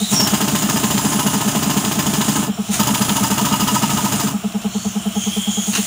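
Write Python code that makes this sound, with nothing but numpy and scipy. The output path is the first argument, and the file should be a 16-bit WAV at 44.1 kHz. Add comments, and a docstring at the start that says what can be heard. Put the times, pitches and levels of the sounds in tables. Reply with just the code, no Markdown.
"""Air hisses over a chugging one-cylinder compressor, and almost at once a pneumatic breaker hammers rock.
It works at the bottom of a round pit, in two runs of about 14 blows a second. Each exhaust puff cracks
and sets the pit booming, while the steel chisel bites, rings and clanks in its holder.
The engine's firings ring its silencer throughout; compressed air hisses and whistles from the tool.
Near the end stones shift in a metal pan as it is lifted."""
import sys
import numpy as np
from scipy import signal
from scipy.fft import rfft, irfft, next_fast_len
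from scipy.io import wavfile

SR = 44100
rng = np.random.default_rng(int(sys.argv[2]) if len(sys.argv) > 2 else 0)


def waveform_to_disk(signal):
    """Save audio, clipped to [-1, 1], as 16-bit WAV at the path in sys.argv[1]."""
    frames = np.transpose(np.atleast_2d(signal))
    scaled = np.clip(frames, -1, 1) * 32767
    samples = np.round(scaled).astype(np.int16)
    wavfile.write(sys.argv[1], SR, samples)


N = 258585
T = np.arange(N) / SR
CUTOFF_HZ = 15600


def from_db(db):
    """Decibels to gain."""
    return 10 ** (np.asarray(db) / 20)


def rms_one(x):
    """Scale to unit rms."""
    return x / np.sqrt(np.mean(x ** 2) + 1e-20)


def butter(x, order, hz, kind):
    """Butterworth filter."""
    return signal.sosfilt(signal.butter(order, hz, kind, fs=SR, output="sos"), x)


def clicks(times, gains):
    """One click per event."""
    out, at = np.zeros(N), np.round(np.asarray(times) * SR).astype(int)
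    np.add.at(out, np.clip(at, 0, N - 1), gains)
    return out + 1e-18


def play(train, shape):
    """Every click triggers the same shape."""
    return signal.fftconvolve(train, shape)[:N]


def ring(train, hz, t60):
    """A unit click sets a mode of height 1 ringing."""
    r, w = from_db(-60 / (t60 * SR)), 2 * np.pi * hz / SR
    return signal.lfilter([.5, 0, -.5], [1, -2 * r * np.cos(w), r * r], train)


def resonate(train, hz, width, order):
    """Coupled air resonances: a unit click swells to height 1, fades and leaves a small afterbeat."""
    band = [hz - width / 2, hz + width / 2]
    peak = abs(butter(signal.unit_impulse(SR // 8), order, band, "band")).max()
    return butter(train, order, band, "band") / peak


def colour(x, spectrum):
    """EQ by a curve of relative levels, keeping the power of white noise."""
    hz, db = np.transpose(spectrum)
    size = next_fast_len(N + 4096)
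    f = np.arange(size // 2 + 1) * SR / size + 1e-3
    curve = from_db(np.interp(np.log(f), np.log(hz), db))
    gain = curve / np.sqrt(1 + (hz[0] / f) ** 6) * (f < CUTOFF_HZ)
    return irfft(rfft(x, size) * rms_one(gain), size)[:N]


def drift(rate_hz):
    """Random modulation with unit spread."""
    knots = np.arange(0, T[-1] + 1 / rate_hz, .5 / rate_hz)
    return rms_one(np.interp(T, knots, rng.standard_normal(len(knots))))


def flutter(x, depth_db, rate_hz, bands=7):
    """Each band flutters by itself; the result has unit rms."""
    edges = np.r_[0, np.geomspace(2000, 14000, bands - 1), SR]
    size = next_fast_len(N)
    spectrum, f = rfft(x, size), np.arange(size // 2 + 1) * SR / size
    knots = np.arange(0, T[-1] + 1, 1 / rate_hz)
    out = 0
    for low, high in zip(edges, edges[1:]):
        gain = np.interp(T, knots, from_db(depth_db * rng.standard_normal(len(knots))))
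        out += gain * irfft(spectrum * ((f >= low) & (f < high)), size)[:N]
    return rms_one(out)


def swell(rise_s, fall_s, delay_s=0):
    """Attack-decay power envelope, peaking at 1."""
    t = np.maximum(T[:SR // 3] - delay_s, 0)
    power = (1 - np.exp(-t / rise_s)) ** 2 * np.exp(-t / fall_s)
    return power / power.max()


def bursts(times, db, power, grain_db):
    """Gritty white noise under one power envelope per event."""
    envelope = np.sqrt(np.maximum(play(clicks(times, from_db(db) ** 2), power), 0))
    return envelope * rms_one(rng.standard_normal(N) * from_db(grain_db * drift(740)))


# pipe and silencer tones around the main note: (frequency [Hz], width [Hz], peak [dB], delay [s])
SILENCER_MODES = [(89, 29, -37.5, -0.00042), (273, 57, -39.5, 0.0015), (435, 45.7, -27.5, 0.00071),
                  (683, 75, -31, -.003), (823, 36, -32.5, 0), (1277, 50, -37.5, 0.0057)]
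def engine(period_s=.10303, jitter_s=.0007, rough_db=2.0, wobble_s=.00121, knock_db=-26.0):
    """The bed: each evenly paced firing knocks and rings one strong silencer note and weaker ones."""
    times = np.arange(.003, T[-1], period_s)
    times += jitter_s * rng.standard_normal(len(times))
    pulses = clicks(times - .0007, from_db(-11.7 + .4 * rng.standard_normal(len(times))))
    chug = -resonate(pulses, hz=205, width=34, order=4)
    for hz, width, db, delay in SILENCER_MODES:
        size, lag = rng.standard_normal((len(times), 2)).T
        pulses = clicks(times + delay + wobble_s * lag, from_db(db + rough_db * size))
        chug += resonate(pulses, hz, width, order=3)
    levels = knock_db + rough_db * rng.standard_normal(len(times))
    knock = bursts(times, levels, swell(rise_s=.0042, fall_s=.02), grain_db=2.5)
    return chug + butter(knock, 3, [630, 1100], "band")


# thin sizzle of the hose: (frequency [Hz], relative level [dB])
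LEAK_EQ = [(1000, -23), (1400, -15), (1900, -14), (2400, 3), (3050, 10), (4100, 0), (4750, -23),
           (5450, 6.5), (6300, -11), (7200, 8.5), (8000, -3), (10800, -11), (12000, -31), (14800, -2)]
def hose_leak(level_db=-37.5):
    """Air leaks at the hose throughout, with a light flutter."""
    return from_db(level_db) * flutter(colour(rng.standard_normal(N), LEAK_EQ), depth_db=2, rate_hz=20)


OPEN_S, CLOSE_S = .044, .093   # travel times of the air valve
# the trigger is held for each run: (pressed [s], let go [s])
TRIGGER_CUES = [(0.096, 2.41), (2.704, 4.25)]
def throttle(t):
    """Opening of the air valve, 0-1, and the seconds since the trigger was last pressed."""
    opening, held_s = np.zeros(len(t)), np.zeros(len(t))
    for pressed, let_go in TRIGGER_CUES:
        opening += np.clip((t - pressed) / OPEN_S, 0, 1) * np.clip(1 - (t - let_go) / CLOSE_S, 0, 1)
        held_s = np.where(t > pressed, t - pressed, held_s)
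    return opening, held_s


# air escaping while the trigger is up, ahead of the jet's gate: (time [s], level [dB])
IDLE_FLOW = [(0, -25.5), (2.5, -40.5), (2.69, -30), (4.36, -34.5), (4.63, -35), (5.16, -31.5),
             (5.35, -26.5), (5.58, -29), (5.86, -23.5)]
# bright hiss of the jet: (frequency [Hz], relative level [dB])
JET_EQ = [(1800, -8), (3050, -3), (4300, -7), (5000, -7.5), (5600, -5), (6800, 2.5), (7550, 1.5),
          (8050, -6.5), (8700, -1), (10000, -3.5), (11500, -15), (14000, -13), (14700, -5.5), (15500, -5)]
def air_jet(opening, spurt, work_db=-25.5, spurt_db=-18.5, gate_db=-36.0, grit_db=1.0):
    """Air jets from the tool in a gritty hiss that shuts off at low flow."""
    idle = (1 - opening) * from_db(np.interp(T, *np.transpose(IDLE_FLOW)))
    flow = idle + np.hypot(opening * from_db(work_db), spurt * from_db(spurt_db))
    gate = flow ** 2 / (flow ** 2 + from_db(gate_db) ** 2)
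    hiss = colour(rng.standard_normal(N) * from_db(grit_db * drift(350)), JET_EQ)
    return flutter(hiss, depth_db=1.6, rate_hz=30) * flow * gate


# dull wash of turbulence and engine clatter: (frequency [Hz], relative level [dB])
RUSH_EQ = [(35, -8.5), (58, 1), (130, 10.5), (300, 3), (520, -7.5), (680, 5.5), (900, -2.5), (1300, 1.5),
           (1900, -8.5), (2800, -13), (5000, -18.5)]
def turbulence(opening, spurt, idle_db=-36, work_db=-30, spurt_db=-28.5):
    """Churning air gives the hiss its body, fuller while the tool works."""
    working = np.hypot(opening * from_db(work_db), spurt * from_db(spurt_db))
    return colour(rng.standard_normal(N), RUSH_EQ) * np.hypot(from_db(idle_db), working)


def air(spurt_s=.04):
    """All the air noise, with an extra spurt from the tool before the piston gets going."""
    opening, held_s = throttle(T)
    spurt = opening * np.exp(-np.maximum(held_s - OPEN_S, 0) / spurt_s)
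    return air_jet(opening, spurt) + hose_leak() + turbulence(opening, spurt)


# whistle glides: (start [s], end [s], start pitch [Hz], end pitch [Hz], width [Hz], level [dB])
WHISTLE_CUES = [(-.05, 0.145, 3800, 3860, 400, -28), (0.124, 0.282, 5630, 5410, 210, -18),
                (0.848, 1.099, 6970, 7440, 350, -29), (0.952, 1.396, 10030, 10400, 400, -32.5),
                (2.85, 3.297, 10440, 10700, 600, -34.5), (4.662, 4.926, 4120, 4620, 300, -42),
                (4.681, 4.981, 6780, 6670, 1100, -33.5), (4.852, 5.351, 2974, 3200, 376, -38),
                (5.14, 5.325, 6640, 6500, 600, -29), (5.148, 5.724, 3180, 3285, 284, -28),
                (5.477, 5.744, 6780, 6630, 550, -26)]
def whistles():
    """Air sings at narrow gaps: breathy tones that glide as the pressure changes."""
    out = np.zeros(N)
    for start, end, start_hz, end_hz, width, db in WHISTLE_CUES:
        on = (T > start) & (T < end)
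        along = (T[on] - start) / (end - start)
        phase = 2 * np.pi * np.cumsum(start_hz + (end_hz - start_hz) * along) / SR
        breath = butter(rng.standard_normal((2, len(along))), 2, width / 2, "low")
        tone = rms_one(breath[0] * np.cos(phase) + breath[1] * np.sin(phase))
        out[on] += from_db(db) * np.sqrt(np.sin(np.pi * along)) * tone
    return out


# lumps hitting the pan: (time [s], level [dB])
STONE_HITS = [(4.616, -33), (4.838, -44), (5.732, -19), (5.75, -14), (5.771, -20.5)]
# tone of stone on the metal pan: (frequency [Hz], relative level [dB])
PAN_EQ = [(250, 10), (550, -13), (900, 0.5), (1400, -1), (2400, -6), (2800, 11), (3300, -6), (3900, 2),
          (5200, -8), (6500, 3.5), (8000, -10), (10300, -6.5), (11800, -22), (15000, -12)]
def pan_stones(start_s=4.4, end_s=5.85, crumbs_per_s=22, crumb_db=-35.5, spread_db=2.5):
    """Hands sort crumbs of rock in the pan; lumps knock as it is lifted."""
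    times, db = np.transpose(STONE_HITS)
    knocks = bursts(times, db, swell(rise_s=.00063, fall_s=.012), grain_db=.5)
    when = start_s + np.cumsum(rng.exponential(1 / crumbs_per_s, size=80))
    levels = crumb_db + spread_db * rng.standard_normal(len(when))
    heard = when < end_s
    crumbs = bursts(when[heard], levels[heard], swell(rise_s=.00022, fall_s=.0023), grain_db=6.5)
    return colour(knocks + crumbs, PAN_EQ)


NEW_SPOT_S = 2.6   # the tool is set on a new spot between the runs
# air modes of the pit: (frequency [Hz], width [Hz], first spot level [dB], second spot level [dB])
PIT_MODES = [(112, 62, -40.5, -31), (139.8, 27.3, -22, -21), (156.4, 36, -24, -49), (222.7, 50, -25, -24),
             (271.6, 11.8, -29, -30), (308.5, 26.3, -25, -26.5), (383, 49, -28, -48),
             (437.2, 25, -32, -31.5), (589.6, 30, -28, -28.5), (624, 97, -34, -39), (765, 20, -43, -54),
             (836.4, 28, -32, -31.5), (889, 35, -26.5, -28.5), (1046.6, 25, -28, -33),
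             (1170, 14, -46, -40.5), (1260, 78, -24.5, -21.5), (1740, 21.3, -36, -37.5)]
def pit_boom(times, db, lead_s=.004, return_s=.04, return_db=-5.5, scatter_s=.00587):
    """The exhaust puff of each stroke, and the weaker one of the return stroke, set the pit booming."""
    boom, force_db = 0, db - np.median(db)
    for k, (hz, width, first_db, second_db) in enumerate(PIT_MODES):
        spot_db = np.where(times < NEW_SPOT_S, first_db, second_db)
        size, lag = rng.standard_normal((len(times), 2)).T
        at = times - lead_s
        if hz < 500:   # the lows repeat almost exactly
            accent_db = .041 * force_db + 1.44 * size
        else:   # the mids vary from blow to blow
            at = at + scatter_s * rng.random() + .00015 * lag
            accent_db = .49 * force_db + 2 * size
        gains = from_db(spot_db + accent_db) * (-1) ** k
        puffs = clicks(at, gains) + clicks(at + return_s, gains * from_db(return_db))
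        boom += resonate(puffs, hz, width, order=2)
    return boom


def exhaust_crack(times, db, length_s=.00099, lead_s=.003, spread_db=2):
    """The port opens with an N-shaped pressure pulse, which the pit wall slaps back."""
    t = (T[:SR // 100] - lead_s) / length_s
    pulse = butter(-np.sign(t) * np.exp(-abs(t)), 1, [250, 1800], "band")
    crack_db = db + np.where(times < NEW_SPOT_S, .5, -3.5)
    train = clicks(times - lead_s, from_db(crack_db + spread_db * rng.standard_normal(len(times))))
    for delay_s, echo_db in [(.0035, -7.5), (.0125, -6), (.0195, -5)]:
        size, lag = rng.standard_normal((len(times), 2)).T
        train += clicks(times - lead_s + delay_s + .00031 * lag, from_db(crack_db + echo_db + 2 * size))
    return play(train, pulse)


def spent_air(times, db, blast_db=-19.0):
    """Each blow vents a short, sizzling blast of air."""
    blast = bursts(times, db + blast_db, swell(rise_s=.0015, fall_s=.032), grain_db=.5)
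    return butter(blast, 2, 8500, "high")


# high ring of the steel: (frequency [Hz], relative level [dB], t60 [s])
RING_MODES = [(4965, -14.5, 0.041), (12200, -45, .06), (14300, -24, .04)]
def chisel_ring(times, db):
    """The rattle of each blow sets the steel rod ringing."""
    out = 0
    for hz, mode_db, t60 in RING_MODES:
        rattle = bursts(times, db + mode_db - 7, swell(rise_s=.0026, fall_s=.018), grain_db=1.5)
        out += .13 * ring(rattle, hz, t60)
    return out


# bending modes of the chisel: (frequency [Hz], relative level [dB], t60 [s])
BENDING_MODES = [(909, -3, 0.065), (982, -7, 0.096), (1273, -8.5, 0.068), (2870, -16, 0.13),
                 (3100, -34, 0.031), (3390, -24, 0.018)]
def chisel_clank(times, db, bounce_s=.012, rebound_s=.007, spread_db=2.0):
    """The chisel bounces twice in its holder just after the blow, hardest on solid rock."""
    out, accent_db = 0, .5 * (db - np.median(db))
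    for hz, mode_db, t60 in BENDING_MODES:
        size, lag, second_lag = rng.standard_normal((len(times), 3)).T
        gains = from_db(db + mode_db + accent_db + spread_db * size)
        first = times + bounce_s + .001046 * lag
        second = first + rebound_s + .001042 * second_lag
        out += ring(clicks(first, gains) + clicks(second, 1.13 * gains), hz, t60)
    return out


def rock_snap(times, db, snap_db=-6.0, delay_s=.0059, spread_db=2.5):
    """The point bites a moment after the port opens: a short uneven crack."""
    size, lag = rng.standard_normal((len(times), 2)).T
    at, levels = times + delay_s + .0014 * lag, db + snap_db + spread_db * size
    grit = bursts(at, levels, swell(rise_s=.0003, fall_s=.0039), grain_db=2.5)
    return butter(grit, 2, [1900, 4400], "band")


# tone of steel on rock: (frequency [Hz], relative level [dB])
CLATTER_EQ = [(550, -21.5), (700, -30), (950, 0), (1300, -7), (1600, 0), (2350, -10.5), (2900, 4),
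              (3600, -3.5), (4500, -7), (5800, -5), (6800, 4), (8200, -5.5), (12500, -12.5), (15000, -2.5)]
def rock_clatter(times, db, clatter_db=-9.0, rebound_db=-5.0):
    """Steel strikes rock: a gritty clatter lingering in the pit, with a weaker wash from the return stroke's
    puff."""
    stroke = swell(rise_s=.0063, fall_s=.0082)
    return_puff = from_db(rebound_db) ** 2 * swell(rise_s=.001, fall_s=.012, delay_s=.036)
    return colour(bursts(times, db + clatter_db, stroke + return_puff, grain_db=2.5), CLATTER_EQ)


# hammering runs: (first blow [s], end [s], first stroke length [s], lengthening per stroke [s])
HAMMER_RUNS = [(.1264, 2.43, .07001, .00012), (2.7957, 4.275, .0717, .00021)]
# level ride of the clank, lower in soft rock: (time [s], level [dB])
CLANK_RIDE = [(.12, -24), (.38, -28), (.6, -23), (1.28, -19.5), (1.43, -22.5), (1.72, -23.5), (1.87, -32),
              (2.36, -19), (2.8, -20.5), (3.4, -15), (4.2, -18)]
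def blows(blow_db=-12.5, surge_db=4, surge_s=.54, jitter_s=.0007):
    """The piston slows a little through each run; force follows the air, clank follows the rock."""
    times = []
    for first, last, stroke_s, lengthening_s in HAMMER_RUNS:
        k = np.arange((last - first) / stroke_s + 1)
        run = first + stroke_s * k + lengthening_s * k ** 2 / 2
        times = np.r_[times, run[run < last + stroke_s / 2]]
    lag, force, bite = rng.standard_normal((len(times), 3)).T
    opening, held_s = throttle(times)
    valve_db = 20 * np.log10(opening ** 2 + 1e-3)
    punch_db = surge_db * np.exp(-held_s / surge_s)   # stored hose pressure hardens the first blows
    db = blow_db + valve_db + punch_db + .66 * force
    clank_db = np.interp(times, *np.transpose(CLANK_RIDE)) + valve_db + .9 * bite
    return times + jitter_s * lag, db, clank_db


def breaker(extra_clank_s=3.5, extra_clank_db=-20.5, dip_hz=511, dip_q=2.33):
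    """The layers of every blow, with one extra chisel clank partway through the second run."""
    times, db, clank_db = blows()
    layers = pit_boom, exhaust_crack, rock_clatter, spent_air, chisel_ring, rock_snap
    hits = sum(layer(times, db) for layer in layers)
    hits += chisel_clank(np.r_[times, extra_clank_s], np.r_[clank_db, extra_clank_db])
    # the bounce off the ground cancels a band
    return signal.lfilter(*signal.iirnotch(dip_hz, dip_q, fs=SR), hits)


def scene():
    """Mono mix: the breaker in front of engine, air and stones."""
    return (breaker() + engine() + air() + whistles() + pan_stones())[None]


def record(dry):
    """A steep high cut on the whole mix."""
    return signal.sosfilt(signal.ellip(12, .1, 90, CUTOFF_HZ, fs=SR, output="sos"), dry)


dry = scene()
out = record(dry)
waveform_to_disk(out)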